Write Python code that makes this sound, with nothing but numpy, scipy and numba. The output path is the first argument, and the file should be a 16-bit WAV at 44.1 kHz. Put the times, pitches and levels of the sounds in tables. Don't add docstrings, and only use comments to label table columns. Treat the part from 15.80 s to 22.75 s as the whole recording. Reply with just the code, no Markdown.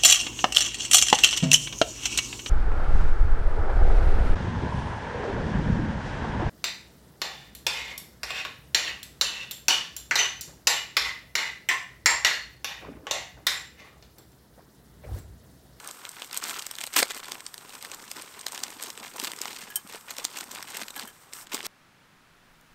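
import sys
import numpy as np
from scipy import signal
from scipy.fft import rfft, irfft, next_fast_len
from scipy.io import wavfile
from scipy.ndimage import map_coordinates
from numba import njit

SR = 44100
rng = np.random.default_rng(int(sys.argv[2]) if len(sys.argv) > 2 else 0)


def wav_out(sig):
    wavfile.write(sys.argv[1], SR, np.round(np.clip(np.atleast_2d(sig).T, -1, 1) * 32767).astype(np.int16))


N = 306318


def amp(db):
    return 10 ** (np.asarray(db) / 20)


def unit_rms(x):
    return x / np.sqrt(np.mean(x ** 2) + 1e-20)


def envelope(points):
    return np.interp(np.arange(N) / SR, *np.transpose(points))


def wobble(rate_hz):
    knots = rng.standard_normal(int(N * rate_hz / SR) + 4)
    return map_coordinates(knots, [np.arange(N) * rate_hz / SR])


def filtered(x, points, causal=False):
    size = 2 * next_fast_len(N // 2 + 4096)
    hz, db = np.transpose(points)
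    bin_hz = np.fft.rfftfreq(size, 1 / SR)
    gain = amp(np.interp(np.log(bin_hz + 1), np.log(hz + 1), db))
    if causal:
        cepstrum = irfft(np.log(gain), size)
        cepstrum[1:size // 2] *= 2
        cepstrum[size // 2 + 1:] = 0
        gain = np.exp(rfft(cepstrum))
    return irfft(rfft(x, size) * gain, size)[:N]


@njit
def add_sines(out, start, step, decay, size, phase):
    for g in range(len(start)):
        for i in range(min(int(7 / decay[g]), len(out) - start[g])):
            swell = 1 - np.exp(-step[g] * i / 3)
            out[start[g] + i] += size[g] * swell * np.exp(-decay[g] * i) * np.sin(step[g] * i + phase[g])


def rings(*modes):
    onset, hz, t60, size, phase = (np.ravel(v).astype(float) for v in np.broadcast_arrays(*modes))
    start = np.clip(onset * SR, 0, N - 1).astype(np.int64)
    step = 2 * np.pi * np.clip(hz, 20, SR / 2.2) / SR
    decay = np.log(1000) / (np.abs(t60) * SR + 1)
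    out = np.zeros(N)
    add_sines(out, start, step, decay, size, phase)
    return out


def crackle(flips, cracks, centre_hz, octaves, cycles, scatter_db):
    onset = rng.random((flips, 1)) * N / SR
    flip_pitch = rng.standard_normal((flips, 1))
    flip_db = scatter_db * np.minimum(rng.exponential(size=(flips, 1)), 3)
    delay = rng.laplace(.0006, .0016, (flips, cracks))
    phase = 2 * np.pi * rng.random((flips, cracks))
    crack_pitch = rng.standard_normal((flips, cracks))
    hz = centre_hz * 2 ** (octaves * (.67 * flip_pitch + .7 * crack_pitch))
    return unit_rms(rings(onset + delay, hz, cycles / hz, amp(flip_db - 2000 * np.abs(delay)), phase))


# (time [s], level [dB])
FILM_LEVEL = [(0.0, -46.5), (0.02, -57), (0.04, -51), (0.2, -55.0), (0.25, -49.5), (0.31, -57), (0.41, -47),
              (0.49, -55), (0.54, -44.5), (0.58, -42.5), (0.61, -49.0), (0.68, -33), (0.8, -41.5),
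              (0.94, -54.5), (1.03, -45.5), (1.11, -59), (1.15, -38), (1.165, -22.5), (1.195, -14),
              (1.215, -33.5), (1.23, -39.5), (1.28, -49), (1.31, -34.5), (1.33, -52), (1.36, -38),
              (1.43, -49), (1.51, -42.5), (1.54, -48.5), (1.72, -63), (1.96, -48.5), (1.99, -53.5),
              (2.13, -49.5), (2.19, -52.5), (2.34, -54.5), (2.39, -42), (2.45, -54.0), (2.52, -54),
              (2.57, -51), (2.65, -58.5), (2.68, -41.5), (2.71, -58), (2.73, -38), (2.82, -50.5),
              (2.85, -44), (2.95, -51.5), (3.04, -45), (3.09, -45.5), (3.12, -56), (3.24, -45), (3.33, -52),
              (3.44, -33), (3.56, -49.0), (3.61, -42.5), (3.77, -45), (3.9, -51.5), (3.94, -58.5),
              (4.0, -55.5), (4.03, -71), (4.09, -52.5), (4.15, -39.5), (4.21, -65.5), (4.27, -60),
              (4.31, -37.5), (4.35, -57.5), (4.39, -42), (4.41, -44.5), (4.45, -54), (4.5, -54.5),
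              (4.6, -38.0), (4.65, -56.5), (4.73, -45.5), (4.88, -48.5), (5.01, -37), (5.05, -52),
              (5.12, -56), (5.18, -39), (5.23, -42), (5.32, -65), (5.51, -63), (5.56, -54), (5.69, -61.5),
              (5.74, -30), (5.83, -50), (5.87, -29.0)]
# (frequency [Hz], gain [dB])
FILM_SPECTRUM = [(900, 1), (1800, 4), (4000, 2), (8000, 1), (15000, 2.5)]
# (frequency [Hz], gain [dB])
BODY_SPECTRUM = [(100, -15), (200, -7), (450, -5), (620, -8), (1000, 2.5), (1500, 0), (2600, -40.5)]
# (time [s], gain [dB])
GRIP_GAIN = [(0, 1.5), (1, -7), (1.6, -1), (3.3, -2), (4.3, -1.5), (5.87, -3.5)]
# (frequency [Hz], gain [dB])
TIGHT_SPECTRUM = [(250, -6), (900, -4.5), (1700, 4)]
# (time [s], tightness [0-1])
TIGHTNESS = [(1.3, 0.94), (1.9, 0.06)]


def packet_rustle():
    film_db = envelope(FILM_LEVEL)
    bursts = .25 * wobble(30) + .55 * wobble(75)
    merged = np.clip((film_db + 46.5) / 14, 0, 1)
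    cracks = crackle(flips=3000, cracks=10, centre_hz=5260, octaves=1, cycles=4.1, scatter_db=4.5)
    cracks = unit_rms(filtered(cracks * amp(1.17 * bursts), FILM_SPECTRUM, causal=True))
    rush = unit_rms(filtered(rng.standard_normal(N) * amp(1.4 * bursts), FILM_SPECTRUM))
    film = (1 - .44 * merged) * cracks + (amp(-28.5) + .31 * merged) * rush
    body = crackle(flips=3000, cracks=3, centre_hz=770, octaves=.992, cycles=8.3, scatter_db=3)
    loose = unit_rms(filtered(body * amp(2.7 * bursts), BODY_SPECTRUM, causal=True))
    tight = unit_rms(filtered(loose, TIGHT_SPECTRUM, causal=True))
    tightness = envelope(TIGHTNESS)
    body = tightness * tight + (1 - tightness) * loose
    body_db = film_db + envelope(GRIP_GAIN) - .32 * (film_db + 51)
    return amp(film_db) * film + amp(body_db) * body


# (time [s], level [dB], centre frequency [Hz])
SNAPS = [(0.0456, -29, 7160), (0.075, -24.5, 7750), (0.088, -26.5, 4470), (0.1112, -27, 4500),
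         (0.2517, -23, 2550), (0.2918, -26, 6700), (0.316, -32, 6600), (0.42, -20.5, 2980),
         (0.4454, -30, 7100), (0.512, -29.5, 5000), (0.5298, -22, 6300), (0.5448, -22, 6000),
         (0.5666, -22, 4500), (0.574, -14.5, 7340), (0.639, -16, 7700), (0.6835, -25, 8100),
         (0.6892, -21, 2960), (0.7007, -22, 6640), (0.7114, -28, 6600), (0.7534, -30, 6660),
         (0.7928, -19.5, 4700), (0.8226, -22.5, 6600), (0.828, -36, 6300), (0.8665, -16.5, 7500),
         (0.9122, -20.5, 4750), (0.9532, -25, 4800), (0.9648, -29, 5000), (0.9853, -20.5, 3600),
         (1.0071, -25, 4600), (1.0127, -19, 2710), (1.0382, -11.5, 2750), (1.067, -22, 6500),
         (1.0732, -21.5, 4100), (1.1312, -24.5, 5530), (1.1382, -21, 5530), (1.1637, -1, 3500),
         (1.1817, -12.5, 3000), (1.219, -16, 6500), (1.2279, -2.5, 3000), (1.2556, -27, 2600),
         (1.3068, -17.5, 3950), (1.3107, -22.5, 2400), (1.3187, -25, 6600), (1.3469, -30, 6200),
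         (1.4834, -23.5, 2800), (1.5192, -17, 4460), (1.6052, -25, 2900), (1.665, -21, 4570),
         (1.742, -22, 4000), (1.7796, -28, 3940), (1.9519, -29, 3200), (2.0259, -27, 4800),
         (2.0488, -21, 3670), (2.116, -22, 3600), (2.1462, -26.5, 6300), (2.3147, -19.5, 5460),
         (2.4214, -26, 5900), (2.5933, -25.5, 6800), (2.6122, -26.5, 6800), (2.6658, -11.5, 4100),
         (2.683, -25, 4100), (2.7212, -24.5, 8000), (2.7472, -25, 5100), (2.765, -38, 3100),
         (2.777, -21, 2900), (2.8358, -13.5, 5240), (2.8814, -29, 5000), (3.0123, -39, 5900),
         (3.026, -18.5, 6900), (3.0363, -21, 6400), (3.1026, -20, 5770), (3.1759, -25, 3100),
         (3.3628, -29, 5800), (3.3985, -18.5, 4380), (3.4382, -19, 5700), (3.4461, -16, 6400),
         (3.453, -22.5, 6300), (3.5173, -20.5, 4000), (3.5344, -21.5, 2600), (3.5884, -26, 6000),
         (3.6157, -16, 7800), (3.6555, -17, 2400), (4.0744, -33.5, 8000), (4.1256, -31, 6500),
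         (4.1363, -35, 6040), (4.1568, -26.5, 2500), (4.2106, -36, 6000), (4.307, -19.5, 7160),
         (4.3137, -25, 3520), (4.3667, -25, 3500), (4.3836, -17.5, 5300), (4.3985, -29, 3700),
         (4.444, -17.5, 6430), (4.45, -11, 5060), (4.573, -21, 2900), (4.5868, -19, 7900),
         (4.6079, -20.5, 6240), (4.6402, -28, 6600), (4.7153, -20.5, 7000), (4.7494, -25, 4800),
         (4.8263, -21.5, 4900), (4.9702, -19.5, 5300), (5.0216, -23, 4370), (5.0328, -24.5, 2800),
         (5.083, -22, 3460), (5.105, -24, 3940), (5.1955, -19, 3600), (5.5274, -32, 3600),
         (5.5343, -22, 6840), (5.67, -34, 3200), (5.7335, -20, 2700), (5.745, -15, 5130),
         (5.8294, -28, 3200), (5.8568, -27, 3600), (5.8652, -17, 6400)]


def snaps():
    onset, snap_db, centre_hz = np.transpose(SNAPS)[:, :, None]
    bands = 14
    part = np.arange(2 * bands)
    shiver = part >= bands
    place, lag, phase, scatter = np.moveaxis(rng.random((len(SNAPS), 4, len(part))), 1, 0)
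    hz = 450 * 33 ** ((part % bands + place) / bands)
    tear_s = .0005 + .004 * amp(snap_db)
    delay = np.where(shiver, .008 * (lag - .45), tear_s * lag)
    octaves = np.log2(hz / centre_hz)
    rolloff_db = np.where(octaves < 0, 5, 4.5) * np.abs(octaves)
    level_db = snap_db - 4 - rolloff_db - 8 * shiver + 11.7 * (scatter - .5)
    t60 = .0022 + 3.1 / hz
    return rings(onset + delay, hz, t60, amp(level_db), 2 * np.pi * phase)


# (time [s], level [dB], lower mode frequency [Hz])
THUMPS = [(1.226, -11, 520), (3.428, -27, 278), (3.608, -30, 380), (4.048, -35.5, 197), (4.146, -28, 457),
          (4.447, -34, 312), (5.02, -31.5, 220), (5.74, -22.5, 297)]


def palm_thumps():
    onset, db, hz = np.transpose(THUMPS)[:, :, None]
    return rings(onset, hz * [1, 1.3], 9 / hz, amp(db + [0, -5]), 0)


# (time [s], level [dB], frequency favoured by the contact point [Hz])
DROPS = [(3.902, -40, 1630), (3.9576, -21.5, 6000), (5.162, -34, 1450), (5.275, -39.5, 1770)]
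# (frequency [Hz], level [dB], T60 [s])
POT_MODES = [(1227, -6, .04), (1670, -3, .13), (3112, 0, .075), (5539, -13, .06), (6821, -21, .14),
             (8484, -10, .06), (8888, -2, .04), (9502, -7, .045), (11300, 0, .03), (12080, -3, .05),
             (12850, -2, .045)]


def pot_impacts():
    out = np.zeros(N + SR)
    hz, mode_db, t60 = np.transpose(POT_MODES)
    t = np.arange(SR // 8) / SR
    bounce_s = np.array([[0], [.004], [.009]])
    for onset, db, favoured_hz in DROPS:
        level_db = db + mode_db - 10 * np.abs(np.log2(hz / favoured_hz)) - 900 * bounce_s
        phase = 2 * np.pi * rng.random(level_db.shape)
        out[:N] += rings(onset + bounce_s, hz, t60, amp(level_db), phase)
        clatter = np.diff(rng.standard_normal(len(t) + 1)) * amp(-60 * t / .045)
        out[round(onset * SR):][:len(t)] += amp(db - 2.5) * clatter
    return out[:N]


# (time [s], level [dB])
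CRUMB_LEVEL = [(5.24, -57.5), (5.3, -59), (5.52, -65.5), (5.55, -45), (5.63, -50), (5.68, -91)]


def sliding_crumbs():
    wall = [(500, -25), (1250, 0), (2600, -13), (4600, -13),
            (5600, -5), (6500, -10), (8300, -6), (15000, -11)]
    level_db = envelope(CRUMB_LEVEL) + 2.1 * wobble(60)
    return amp(level_db) * unit_rms(filtered(rng.standard_normal(N), wall))


def ground_scatter(x, t60=.093, delay_samples=70):
    t = np.arange(SR // 10) / SR
    tail = rng.standard_normal(len(t)) * amp(-60 * t / t60)
    return signal.fftconvolve(x, np.pad(tail / np.linalg.norm(tail), (delay_samples, 0)))[:N]


# (frequency [Hz], gain [dB])
FOREST_SPECTRUM = [(41, -42.5), (70, -12.5), (158, -7), (232, -10.5), (260, -12.5), (417, -17), (1150, -14),
                   (1380, -12), (14500, -37), (15500, -37)]
# (time [s], level [dB])
BREEZE_LEVEL = [(0, -76), (1.5, -73), (3, -77.5), (6.45, -71.5), (6.75, -64.5), (6.95, -67)]


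def forest(tick_s=6.812):
    hiss = unit_rms(filtered(rng.standard_normal(N), FOREST_SPECTRUM))
    rumble = filtered(rng.standard_normal(N), [(15, -18), (30, -12), (120, -48.5)])
    breeze = unit_rms(rumble * amp(1.8 * wobble(10)))
    twig = rings(tick_s, [7000, 8600, 12500], .003, amp(-46), 0)
    return amp(-59) * hiss + amp(envelope(BREEZE_LEVEL)) * breeze + twig


# (frequency [Hz], gain [dB])
MIC_RESPONSE = [(60, -31), (150, -7.5), (260, -1.5), (4800, 2), (6300, 2.5), (8500, 8), (9300, 3.5),
                (10100, -6.5), (11200, 2), (12600, 5.5), (15400, 0)]


def scene(jump_s=5.868):
    near = packet_rustle() + snaps() + palm_thumps() + pot_impacts() + sliding_crumbs()
    near = filtered(near + amp(-13.5) * ground_scatter(near), MIC_RESPONSE, causal=True)
    return (near * (np.arange(N) < jump_s * SR) + forest())[None]


def record(dry, ceiling=.62, top_hz=15700):
    soft = dry[0] / (1 + np.abs(dry[0] / ceiling) ** 4) ** (1 / 4)
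    return filtered(soft, [(top_hz, 0), (top_hz + 300, -90)])[None]


dry = scene()
out = record(dry)
wav_out(out)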